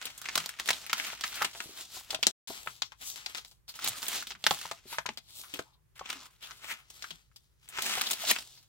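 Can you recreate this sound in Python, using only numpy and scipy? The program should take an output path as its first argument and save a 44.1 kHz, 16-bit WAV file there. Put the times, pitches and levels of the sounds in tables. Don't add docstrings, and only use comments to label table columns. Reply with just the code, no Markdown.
import sys
import numpy as np
from scipy import signal
from scipy.fft import rfft, irfft
from scipy.io import wavfile
from scipy.ndimage import uniform_filter1d

SR = 44100
rng = np.random.default_rng(int(sys.argv[2]) if len(sys.argv) > 2 else 0)


def dump(signal):
    limited = np.clip(np.atleast_2d(signal).T, -1, 1)
    pcm = np.round(limited * 32767).astype(np.int16)
    wavfile.write(sys.argv[1], SR, pcm)


def boost_factor(decibels):
    exponent = np.asarray(decibels, float) / 20
    return 10 ** exponent


N = 382788

PORT_LAG = 3.72


def unit(x):
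    return x / np.sqrt(np.mean(x ** 2))


def colour(x, points, size=4096):
    hz, db = np.transpose(points[:-1])
    log_hz = np.log(np.maximum(np.arange(size // 2 + 1) * SR / size, 1))
    cepstrum = irfft(np.interp(log_hz, np.log(hz), db) * np.log(10) / 20)
    cepstrum[1:size // 2] *= 2
    cepstrum[size // 2 + 1:] = 0
    response = irfft(np.exp(rfft(cepstrum))).reshape((1,) * (x.ndim - 1) + (-1,))
    return signal.fftconvolve(x, response, axes=-1)[..., :x.shape[-1]]


def walk(rate):
    hold = int(SR / rate)
    steps = np.repeat(rng.standard_normal(N // hold + 1), hold)
    return unit(uniform_filter1d(uniform_filter1d(steps, hold), hold)[:N])


def decay(t, t60_s):
    return np.exp(-t * np.log(1000) / t60_s)


def ports(x, lag):
    i = np.arange(x.shape[-1])
    return np.array([np.interp(i - lag / 2, i, x), np.interp(i + lag / 2, i, x)])


def lean(pan_db):
    return np.array([pan_db, -pan_db]) / 2


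def hand_pan(s):
    # time_s, left_minus_right_db
    hand_places = [(0.1, 2.5), (0.9, 1.5), (1.6, 1.5), (2.2, 3.5), (2.8, 6.5), (3.3, 5), (3.8, 0.65),
                   (4.4, 0.0), (5.0, 4), (5.7, 4.5), (6.1, 2), (7.2, 5), (8.0, 1.5), (8.6, 2.0)]
    return np.interp(s, *np.transpose(hand_places))


def paper_bands(x):
    # freq_hz, level_db (per Hz)
    paper_colour = [(120, -30.5), (200, -6), (564, -7), (653, -3), (957, -4), (1110, -7.5), (1380, -5),
                    (1620, -7), (2420, -5.5), (5700, -7.5), (7760, -10.5), (9140, -14), (15500, -15)]
    edges_hz = [1100, 3300, 7800]
    x = colour(x, paper_colour)
    shapes = [(edges_hz[0], "low"), (edges_hz[:2], "band"), (edges_hz[1:], "band"), (edges_hz[2], "high")]
    return [signal.sosfilt(signal.butter(3, hz, kind, fs=SR, output="sos"), x) for hz, kind in shapes]


def house():
    # freq_hz, level_db (per Hz)
    house_colour = [(15, -46.5), (25, -20), (37, -18), (59, -10), (71, -14.5), (82, -14.5), (136, -14.5),
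                    (233, -36), (399, -33), (684, -44), (895, -40.5), (1020, -39.5), (1660, -41.5),
                    (3930, -48.5), (15500, -52)]
    # freq_hz, level_db (rms)
    hum_tones = [(54.5, -74.5), (123, -84.5)]
    shared = colour(rng.standard_normal(N), house_colour)
    own = colour(rng.standard_normal((2, N)), house_colour)
    rumble = signal.sosfilt(signal.butter(1, 200, fs=SR, output="sos"), (shared - own) * 0.4)
    t = np.arange(N) / SR
    hum = sum(boost_factor(db) * np.sqrt(2) * np.sin(2 * np.pi * hz * t) for hz, db in hum_tones)
    return unit(own + rumble) * boost_factor(-68.5 + 0.73 * walk(5.0)) + hum * [[1], [0.7]]


def snaps(table, longest_s, size=5000):
    scatter_t60_s, shorter_per_db = 0.042, 0.16
    aftercrack_db = 3.5
    out, t, bursts, pans = np.zeros((2, N + size)), np.arange(size) / SR, [], []
    for s, peak_db, edge_db, hz in table:
        noise, chance = rng.standard_normal((3, size)), rng.random(4)
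        t60 = np.clip(scatter_t60_s * boost_factor(-shorter_per_db * (peak_db + 27.5)), .015, longest_s)
        pan_db = 1.053 * hand_pan(s) + 6.47 * (chance[1] - .5)
        crack = min(.075 / t60, 1) * np.exp(-t / (.0003 + .0004 * chance[0]))
        scatter = 0.28 * decay(t, t60) * (1 - np.exp(-t / (0.00024 + 0.88 * t60 ** 2)))
        scatter = scatter * boost_factor(aftercrack_db * np.repeat(noise[2, ::50], 50))
        both = ports(noise[0] * (crack + 0.93 * scatter), -1.2 * pan_db) + 1.18 * noise[1:] * scatter
        crease_ring = signal.lfilter(*signal.iirpeak(hz, 2.5, fs=SR), both)
        bursts.append(both + 1.2 * crease_ring)
        pans.append(pan_db)
    banded = paper_bands(np.array(bursts))
    for (s, peak_db, edge_db, hz), pan_db, flap, body, slip, edge in zip(table, pans, *banded):
        middle = body + boost_factor(0.36 * edge_db + 6.0) * slip
        gains = boost_factor([-21, 0, edge_db])
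        burst = sum(g * b / np.abs(b).max() for g, b in zip(gains, (flap, middle, edge)))
        i = int(s * SR)
        out[:, i:i + size] += boost_factor(peak_db + 7.5 + lean(pan_db)[:, None]) * burst
    return out[:, :N]


def fine_creases():
    # start_s, peak_db, bright_edge_db, ring_hz
    fine_table = [(0.0144, -35, -16, 1490), (0.0245, -36.5, -10, 3000), (0.045, -44, -18, 2500),
                  (0.068, -35, -15, 2490), (0.1017, -41.5, -6, 2190), (0.2428, -38.5, -23, 1390),
                  (0.302, -54, -25, 2840), (0.4, -30.5, -11, 2500), (0.5641, -54, -14.5, 4540),
                  (0.5886, -38.5, -32, 1550), (0.7731, -46, -13.5, 4980), (1.0462, -34, -10, 2400),
                  (1.068, -34, -3, 2490), (1.087, -36, -6, 2200), (1.1209, -40, -13, 3000),
                  (1.1298, -38.5, -32, 1370), (1.1747, -49, -22.5, 2150), (1.1947, -44, -28, 2730),
                  (1.342, -38.5, -8, 4500), (1.355, -38, 3.5, 6000), (1.497, -49, -17, 2500),
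                  (1.5319, -45, -15, 3470), (2.481, -38.5, -12.5, 1504), (4.572, -42, -30, 800),
                  (3.68, -46, -8, 4500), (3.74, -44.5, -15, 3500), (3.822, -38, -15, 3500),
                  (3.982, -46, -15, 4500), (4.066, -31, -17, 4000), (5.135, -52, -11, 6960),
                  (5.437, -44, -28, 1180), (5.9562, -54, -6.5, 3130), (6.257, -52, -25, 1380),
                  (6.4177, -48, -11, 3180), (6.6362, -42.5, -11, 3010), (7.3151, -63.5, -40, 1380),
                  (7.678, -51.5, -11, 2500), (7.7721, -47, -23, 1480), (7.947, -42, -34, 1300),
                  (8.2515, -33.5, -12, 3840), (8.2734, -34, -1, 3390), (8.3, -32, -25, 2400),
                  (8.5738, -54, -16, 4960), (2.1225, -38, -12, 4000), (8.109, -24, 0, 2500),
                  (8.117, -27, -2, 4050), (0.9945, -43, -18, 2300), (1.1765, -45, -10, 2200),
                  (8.1555, -45, -10, 2800)]
    return snaps(fine_table, 0.052, size=2500)


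def stroke_db(offset_db, colour_share, steep):
    # fastest_s, level_db, swell_s, fade_s, brightness_db
    early = [(0.024, -49.5, 0.079, 0.38, -2), (.399, -43, 0.35, 0.27, -0.5),
             (0.598, -39.5, 0.028, 0.049, 0), (0.693, -41.5, 0.11, 0.29, 1.5),
             (1.004, -38.5, 0.18, 0.25, -0.5), (1.24, -43, 0.13, 0.54, 9.5),
             (1.427, -41.5, 0.27, 0.12, -3.5), (1.56, -47, 0.067, 0.53, 4), (1.69, -52, 0.16, 0.23, 3),
             (1.815, -38.5, 0.13, 0.07, 7), (1.95, -41, 0.1, 0.17, 7), (2.135, -45.5, 0.097, 0.039, -2.5),
             (2.409, -41.5, 0.28, 0.48, 1.5), (2.661, -47.5, 0.29, 0.24, 12), (3.018, -49, 0.033, 0.3, 1),
             (3.075, -40, 0.1, 0.21, 22), (3.169, -51, 0.091, 0.23, -0.5),
             (3.302, -49.5, 0.053, 0.071, -0.5), (3.374, -47.5, 0.066, 0.1, 0), (3.48, -59, .05, 0.13, 14),
             (3.693, -45, 0.017, 0.061, 7), (3.868, -36, 0.12, 0.17, 1.5), (3.76, -46.5, 0.037, 0.13, 7),
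             (3.97, -41, 0.084, 0.18, 4), (4.163, -35, 0.33, 0.12, 2.5)]
    # fastest_s, level_db, swell_s, fade_s, brightness_db
    late = [(4.3, -49, 0.098, 0.096, 5), (4.52, -41.5, 0.14, 0.29, 4.5), (4.62, -51, 0.11, 0.1, 0),
            (4.69, -53, 0.33, 0.12, -1), (4.789, -73, 0.15, 0.064, -9), (4.88, -52, 0.029, 0.14, 16),
            (4.929, -46.5, 0.12, 0.13, 1), (5.29, -59, 0.051, 0.18, 5), (5.12, -63, .1, 0.11, -3),
            (5.385, -48, 0.17, 0.29, 11.5), (5.58, -52, 0.3, 0.13, -0.5), (5.96, -59, 0.012, 0.16, -2),
            (6.128, -46.5, 0.14, 0.15, -3.5), (6.26, -55, 0.16, 0.043, 2.5), (6.32, -68.5, 0.061, 0.23, 1),
            (6.57, -55.5, 0.035, 0.11, 13), (6.645, -51, 0.086, 0.13, -3.5), (6.97, -55, 0.14, 0.05, 2.5),
            (6.433, -50, 0.042, 0.35, -0.5), (6.715, -41.5, 0.12, 0.067, -2), (6.79, -60, .1, 0.13, -1.5),
            (7.074, -54, 0.29, 0.21, 1), (7.152, -59, 0.13, 0.049, 3), (7.4, -71.5, 0.27, 0.37, 9.5),
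            (7.64, -68.5, 0.065, 0.19, -1), (7.7, -61, 0.018, 0.13, -7), (7.788, -46.5, 0.1, 0.38, -7.5),
            (7.865, -33, 0.15, 0.39, 1), (7.98, -40, 0.26, 0.095, -3), (8.09, -41, 0.25, 0.2, 1),
            (8.22, -37.5, 0.077, 0.14, 1.5), (8.28, -33.5, 0.027, 0.29, 10),
            (8.308, -26.5, 0.099, 0.021, 3), (8.36, -41.5, 0.045, 0.075, -3.5),
            (8.46, -59, 0.092, 0.084, 15), (8.589, -64, 0.46, 0.45, 7)]
    start, stall = 2.5, .7
    t, power = np.arange(0, N + 64, 64) / SR, 1e-12
    for s, level_db, swell, fade, bright_db in early + late:
        away = np.where(t < s, (s - t) / max(swell, .01), (t - s) / max(fade, .01))
        bend = 1 + np.where(t < s, start, stall) * np.maximum(away - 1, 0)
        peak_db = level_db + offset_db + colour_share * bright_db
        power = power + boost_factor(peak_db - 20 * steep * away * bend) ** 2
    return np.interp(np.arange(N) / SR, t, 10 * np.log10(power))


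def rubbing():
    # offset_db, db_per_brightness_db, steepness
    band_drive = [
        (-15, -0.55, 1.19),
        (-1, -1.12, 1.32),
        (1.5, -0.1778, 1.317),
        (-2, 0.06, 1.51),
    ]
    # freq_hz, level_db
    slide_colour = [(300, 0.5), (650, -1), (950, -1), (1330, -0.5), (1750, -1), (2200, 0), (4200, -1),
                    (9000, -0.5), (15500, 0)]
    slips_per_s, ticks_per_s, lag_per_db = 14000, 130, -3
    pan_db = 0.787 * hand_pan(np.arange(N) / SR)
    sizes = boost_factor(np.minimum(2.0 * rng.exponential(size=(3, N)), 6))
    slips = rng.standard_normal((3, N)) * (rng.random((3, N)) < slips_per_s / SR) * sizes
    ticks = rng.random(N) < ticks_per_s * boost_factor(4 * walk(3)) / SR
    ticks = ticks * boost_factor(np.minimum(3.5 * rng.exponential(size=N), 7))
    ticks = signal.lfilter([1], [1, -np.exp(-1 / (.0018 * SR))], ticks)
    pressure = boost_factor(1.6 * walk(35)) * np.sqrt(1 + .8 * ticks ** 2)
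    lag = PORT_LAG + lag_per_db * pan_db + 2.5 * walk(3.5)
    both = pressure * (ports(slips[0], lag) + .8 * slips[1:])
    out = 0
    for drive, band in zip(band_drive, paper_bands(colour(both, slide_colour))):
        flicker_db = 1.2 * walk(18)
        out = out + boost_factor(stroke_db(*drive) + flicker_db) * unit(band)
    return out * boost_factor(lean(pan_db))


def crease_snaps():
    # start_s, peak_db, bright_edge_db, ring_hz
    press = [(0.0545, -29, 0, 4700), (0.178, -41.5, 4.5, 6140), (0.2158, -36, 2.5, 1500),
             (0.2558, -32, -25, 2190), (0.2872, -25.5, -22.5, 1840), (0.3545, -17, -4, 1060),
             (0.3773, -20, -6, 1260), (0.4407, -34, -17, 2230), (0.46, -25, -3, 4500),
             (0.4909, -31.5, -1.5, 1720), (0.5395, -43.5, -25.5, 2060), (0.598, -25.5, -10, 1620),
             (0.659, -30.5, -3, 2550), (0.676, -26, -5, 4660), (0.6881, -17.5, -12, 1930),
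             (0.7053, -14.5, -9.5, 1820), (0.7308, -27, -8, 3750), (0.8647, -32, -2, 2290),
             (0.8962, -30, -17, 2170), (0.9306, -16, -10.5, 1380), (0.9988, -25, -40, 2180),
             (1.041, -34, -6, 2320), (1.1007, -35.5, -27, 2290), (1.2095, -29, -7.5, 4450),
             (1.2376, -23, -22, 1560), (1.321, -41, -20, 2210), (1.409, -37, -18.5, 3820),
             (1.42, -19.5, -11, 1400), (1.4458, -21.5, -8, 2370), (1.5501, -38.5, -29, 1390)]
    # start_s, peak_db, bright_edge_db, ring_hz
    turn = [(1.6028, -29, -23, 1340), (2.1048, -27, -6.5, 4760), (2.146, -21, -14.5, 3400),
            (2.2285, -17, -10.5, 3600), (2.2681, -11, -4.5, 7200), (2.6732, -27.5, -48.5, 1300),
            (2.8199, -21, -19.5, 3760), (2.92, -39.5, -25, 1100), (3.1593, -33.5, -7.5, 5170),
            (3.261, -25.5, -12, 4450), (3.348, -28.5, -12, 2230), (3.3816, -29.5, -15, 3900),
            (3.448, -39.5, -6, 4800), (3.513, -46.5, -6, 4680), (3.7904, -34, -12.5, 1280),
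            (3.8438, -24.5, -0.5, 4050), (3.8754, -21.5, -3, 4850), (3.8846, -24.5, 5.5, 4350),
            (4.02, -36, -12.5, 5160), (4.0291, -28, -1.5, 1370), (4.0828, -22, 2.5, 2770),
            (4.2246, -34, -6, 1550), (4.27, -35, -6, 3500), (4.306, -31.5, -27, 4900),
            (4.319, -33.5, -22, 3870), (4.351, -43, -32, 1270), (4.4404, -22, -14.5, 3700),
            (4.4659, -9.5, -10, 1750), (4.5087, -13.5, -16, 3730), (4.6526, -46, -24, 1200)]
    # start_s, peak_db, bright_edge_db, ring_hz
    stack = [(4.713, -24, -15, 1270), (4.9283, -40.5, -41, 1840), (4.944, -39, -25, 1300),
             (4.984, -22.5, -25.5, 1600), (5.0606, -27.5, -18, 1410), (5.0904, -26, -24, 2250),
             (5.1734, -32.5, -9, 4270), (5.5392, -27, -11, 3420), (5.558, -36, -27, 2400),
             (5.5908, -24, -17, 1400), (5.9931, -38.5, -14.5, 1210), (6.011, -61, -38, 1250),
             (6.0572, -36, -37, 3730), (6.1004, -27, -13, 1150), (6.509, -35, -16, 1360),
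             (6.9014, -40.5, -2, 6030), (7.0233, -31.5, -12, 4900), (7.041, -36.5, -35, 1390),
             (7.1063, -29, -12, 3390), (7.3607, -47, -1.5, 3164), (7.6881, -40, 4, 1240),
             (7.7854, -28, -20, 1430), (7.8211, -26.5, 2, 4520), (8.012, -19, -4, 2410),
             (8.0688, -28.5, -8, 3740), (8.1125, -22, 2, 7040), (8.1312, -25, -2, 4430),
             (8.3119, -12.5, -2, 2370), (8.3619, -26, -28, 2680), (8.3863, -28, -9, 4650)]
    return snaps(press + turn + stack, 0.11)


def panel_rubs(size=6500):
    # loudest_s, level_db, swell_s, fade_s, panel_hz
    panels = [(0.2, -62.5, 0.057, 0.13, 1380), (1.05, -50, 0.054, .08, 2280),
              (1.261, -44, 0.052, 0.029, 2030), (1.424, -28, 0.02, 0.012, 1340),
              (3.695, -43, 0.014, 0.028, 4480), (3.951, -50, 0.052, 0.048, 1340),
              (4.9, -52, 0.043, .12, 4200), (5.39, -58, 0.19, 0.12, 3970), (5.45, -59, 0.028, 0.044, 1220),
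              (5.66, -68, 0.053, 0.15, 950), (6.11, -48.5, 0.016, 0.031, 2800),
              (6.24, -60.5, 0.26, 0.083, 1070), (6.434, -46, 0.02, 0.056, 3200),
              (6.513, -54, 0.071, 0.035, 1350), (6.715, -35.5, 0.032, 0.023, 2040),
              (6.8, -65, 0.056, 0.039, 1350), (7.044, -43, 0.0046, 0.022, 1440),
              (7.86, -49, 0.033, 0.085, 2800), (8.013, -36.5, .004, 0.017, 1290),
              (8.073, -30, .015, 0.009, 3820), (8.242, -41.5, 0.009, .01, 700),
              (8.314, -18.5, 0.0069, 0.0085, 2340), (8.589, -58, 0.053, 0.027, 4500)]
    # loudest_s, level_db, swell_s, fade_s, panel_hz
    sheets = [(0.385, -53, 0.032, 0.09, 164), (2.5, -53, .01, 0.031, 248), (3.875, -56, 0.049, 0.12, 109),
              (4.361, -61, .05, 0.044, 170), (5.1, -54.5, .02, 0.042, 220),
              (6.16, -60.5, 0.066, 0.1, 266.6), (7.13, -61.5, .04, .06, 169),
              (0.258, -39, .003, 0.01, 2190), (0.29, -41, .003, 0.011, 1880),
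              (1.132, -41, .003, 0.009, 1410), (2.234, -31, 0.004, 0.0095, 3300),
              (2.675, -42, 0.003, 0.0091, 1200), (2.922, -47, 0.0028, 0.013, 1136),
              (5.063, -36, .003, 0.0094, 2750), (7.363, -49.5, 0.0034, 0.015, 5000),
              (2.86, -53, .04, 0.035, 5500), (3.081, -43.5, 0.068, 0.099, 6470),
              (4.62, -56, 0.088, 0.066, 11500), (4.91, -52, .04, 0.13, 11500),
              (5.4, -59, 0.095, 0.16, 11000), (5.74, -67.5, .02, 0.033, 3900)]
    panel_q, hiss_db, hissing_hz = 4.3, -7.5, 2500
    out, t = np.zeros((2, N + 2 * size)), np.arange(-size, size) / SR
    for s, level_db, swell, fade, hz in panels + sheets:
        noise = rng.standard_normal((3, 2 * size))
        slips = ports(noise[0], PORT_LAG) + 0.6 * noise[1:]
        q = np.clip(panel_q * 5000 / hz, 1, panel_q)
        sung = signal.lfilter(*signal.iirpeak(hz, q, fs=SR), slips)
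        sung = unit(signal.lfilter(*signal.iirpeak(hz, 1, fs=SR), sung))
        hiss = unit(np.diff(slips, prepend=0) + slips / 2)
        sung = sung + boost_factor(hiss_db) * min(hz / hissing_hz, 1) * hiss
        away = np.where(t < 0, -t / max(swell, .003), t / max(fade, .003))
        i = int(s * SR)
        out[:, i:i + 2 * size] += boost_factor(level_db - 20 * away ** 1.4 + lean(hand_pan(s))[:, None]) * sung
    return out[:, size:size + N]


def ring(hz, t60, t):
    return np.sin(2 * np.pi * hz * t) * decay(t, t60)


def pops(size=7000, count=7):
    # start_s, peak_db, panel_hz, t60_s
    pop_table = [(0.356, -26, 1030, 0.032), (0.372, -30, 670, 0.05), (0.703, -26, 970, 0.013),
                 (1.128, -36.5, 880, 0.026), (1.415, -25.5, 830, 0.059), (1.444, -26, 988, 0.043),
                 (1.547, -41, 680, 0.11), (1.657, -43, 327, 0.07), (1.691, -46, 326, 0.14),
                 (1.966, -40, 753, 0.048), (2.1442, -31, 640, 0.049), (2.189, -42, 654, 0.027),
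                 (2.265, -34, 670, 0.11), (2.502, -31.5, 673, 0.038), (2.6701, -28, 1055, 0.02),
                 (4.466, -24.5, 900, 0.027), (4.508, -15.5, 802, 0.04), (4.652, -29.5, 950, 0.02),
                 (4.712, -30, 680, 0.048), (4.854, -47, 370, 0.075), (4.926, -35, 937, 0.041),
                 (4.983, -26.5, 927, 0.024), (5.055, -29, 994, 0.042), (5.087, -29, 856, 0.029),
                 (5.536, -41, 300, 0.25), (5.592, -26.5, 480, 0.037), (6.01, -31, 1106, 0.027),
                 (7.784, -30, 880, 0.037), (7.974, -30, 766, 0.036), (8.309, -28.5, 784, 0.012),
                 (2.0978, -47, 620, .018), (2.128, -33, 800, 0.022), (2.138, -32.5, 700, 0.021),
                 (2.008, -44.5, 860, 0.022), (2.66, -44.5, 820, 0.027)]
    # freq_hz, level_db (relative to the pop), t60_s
    table_modes = [(115, -29, 0.12), (164, -22.5, 0.099), (236, -25, 0.028)]
    out, t = np.zeros(N + size), np.arange(size) / SR
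    thud = sum(boost_factor(db) * ring(hz, t60, t) for hz, db, t60 in table_modes) * (1 - np.exp(-t / 0.0011))
    for s, peak_db, hz, t60 in pop_table:
        chance, t60 = rng.random((count, 2)), np.clip(t60, .015, .25)
        neighbours = chance[:, 1:] * ring(hz * (.45 + 1.4 * chance[:, :1]), .7 * t60, t)
        neighbours += chance[:, :1] * ring(hz * (.62 + .75 * chance[:, 1:]), .8 * t60, t)
        panel = (ring(hz, t60, t) + 0.6 * neighbours.sum(axis=0)) * (1 - np.exp(-t / 0.001))
        i = int((s + .0018) * SR)
        out[i:i + size] += boost_factor(peak_db) * (panel / np.abs(panel).max() + thud)
    return ports(out[:N], -2.5) * boost_factor([[1.2], [-1.2]])


def room(size=8000):
    t60_s, level_db = 0.12, -14.5
    t = np.arange(size) / SR
    tail = rng.standard_normal((2, size)) * decay(t, t60_s) * (t > .004)
    tail = signal.sosfilt(signal.butter(1, 7000, fs=SR, output="sos"), tail)
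    return boost_factor(level_db) * unit(tail) / np.sqrt(size)


def scene():
    behind = house()
    paper = fine_creases() + rubbing() + crease_snaps() + panel_rubs() + pops()
    return paper + signal.oaconvolve(paper, room(), axes=1)[:, :N] + behind


def band_limit(x):
    return signal.sosfilt(signal.butter(12, 16830, fs=SR, output="sos"), x)


def record(dry):
    # stop_s, return_s
    dropout = (2.312, 2.4735)
    t = np.arange(N) / SR
    stop, back = dropout
    gate = np.where((t > stop) & (t < back), 0.18 * np.exp(-np.abs(t - stop) / 0.0021), 1)
    dry = signal.sosfilt(signal.ellip(8, .3, 38, 15850, fs=SR, output="sos"), dry)
    treble = signal.sosfilt(signal.butter(2, 6500, "high", fs=SR, output="sos"), dry)
    dry = dry + [[-.12], [.12]] * treble
    return band_limit(dry * gate)


dry = scene()
out = record(dry)
dump(out)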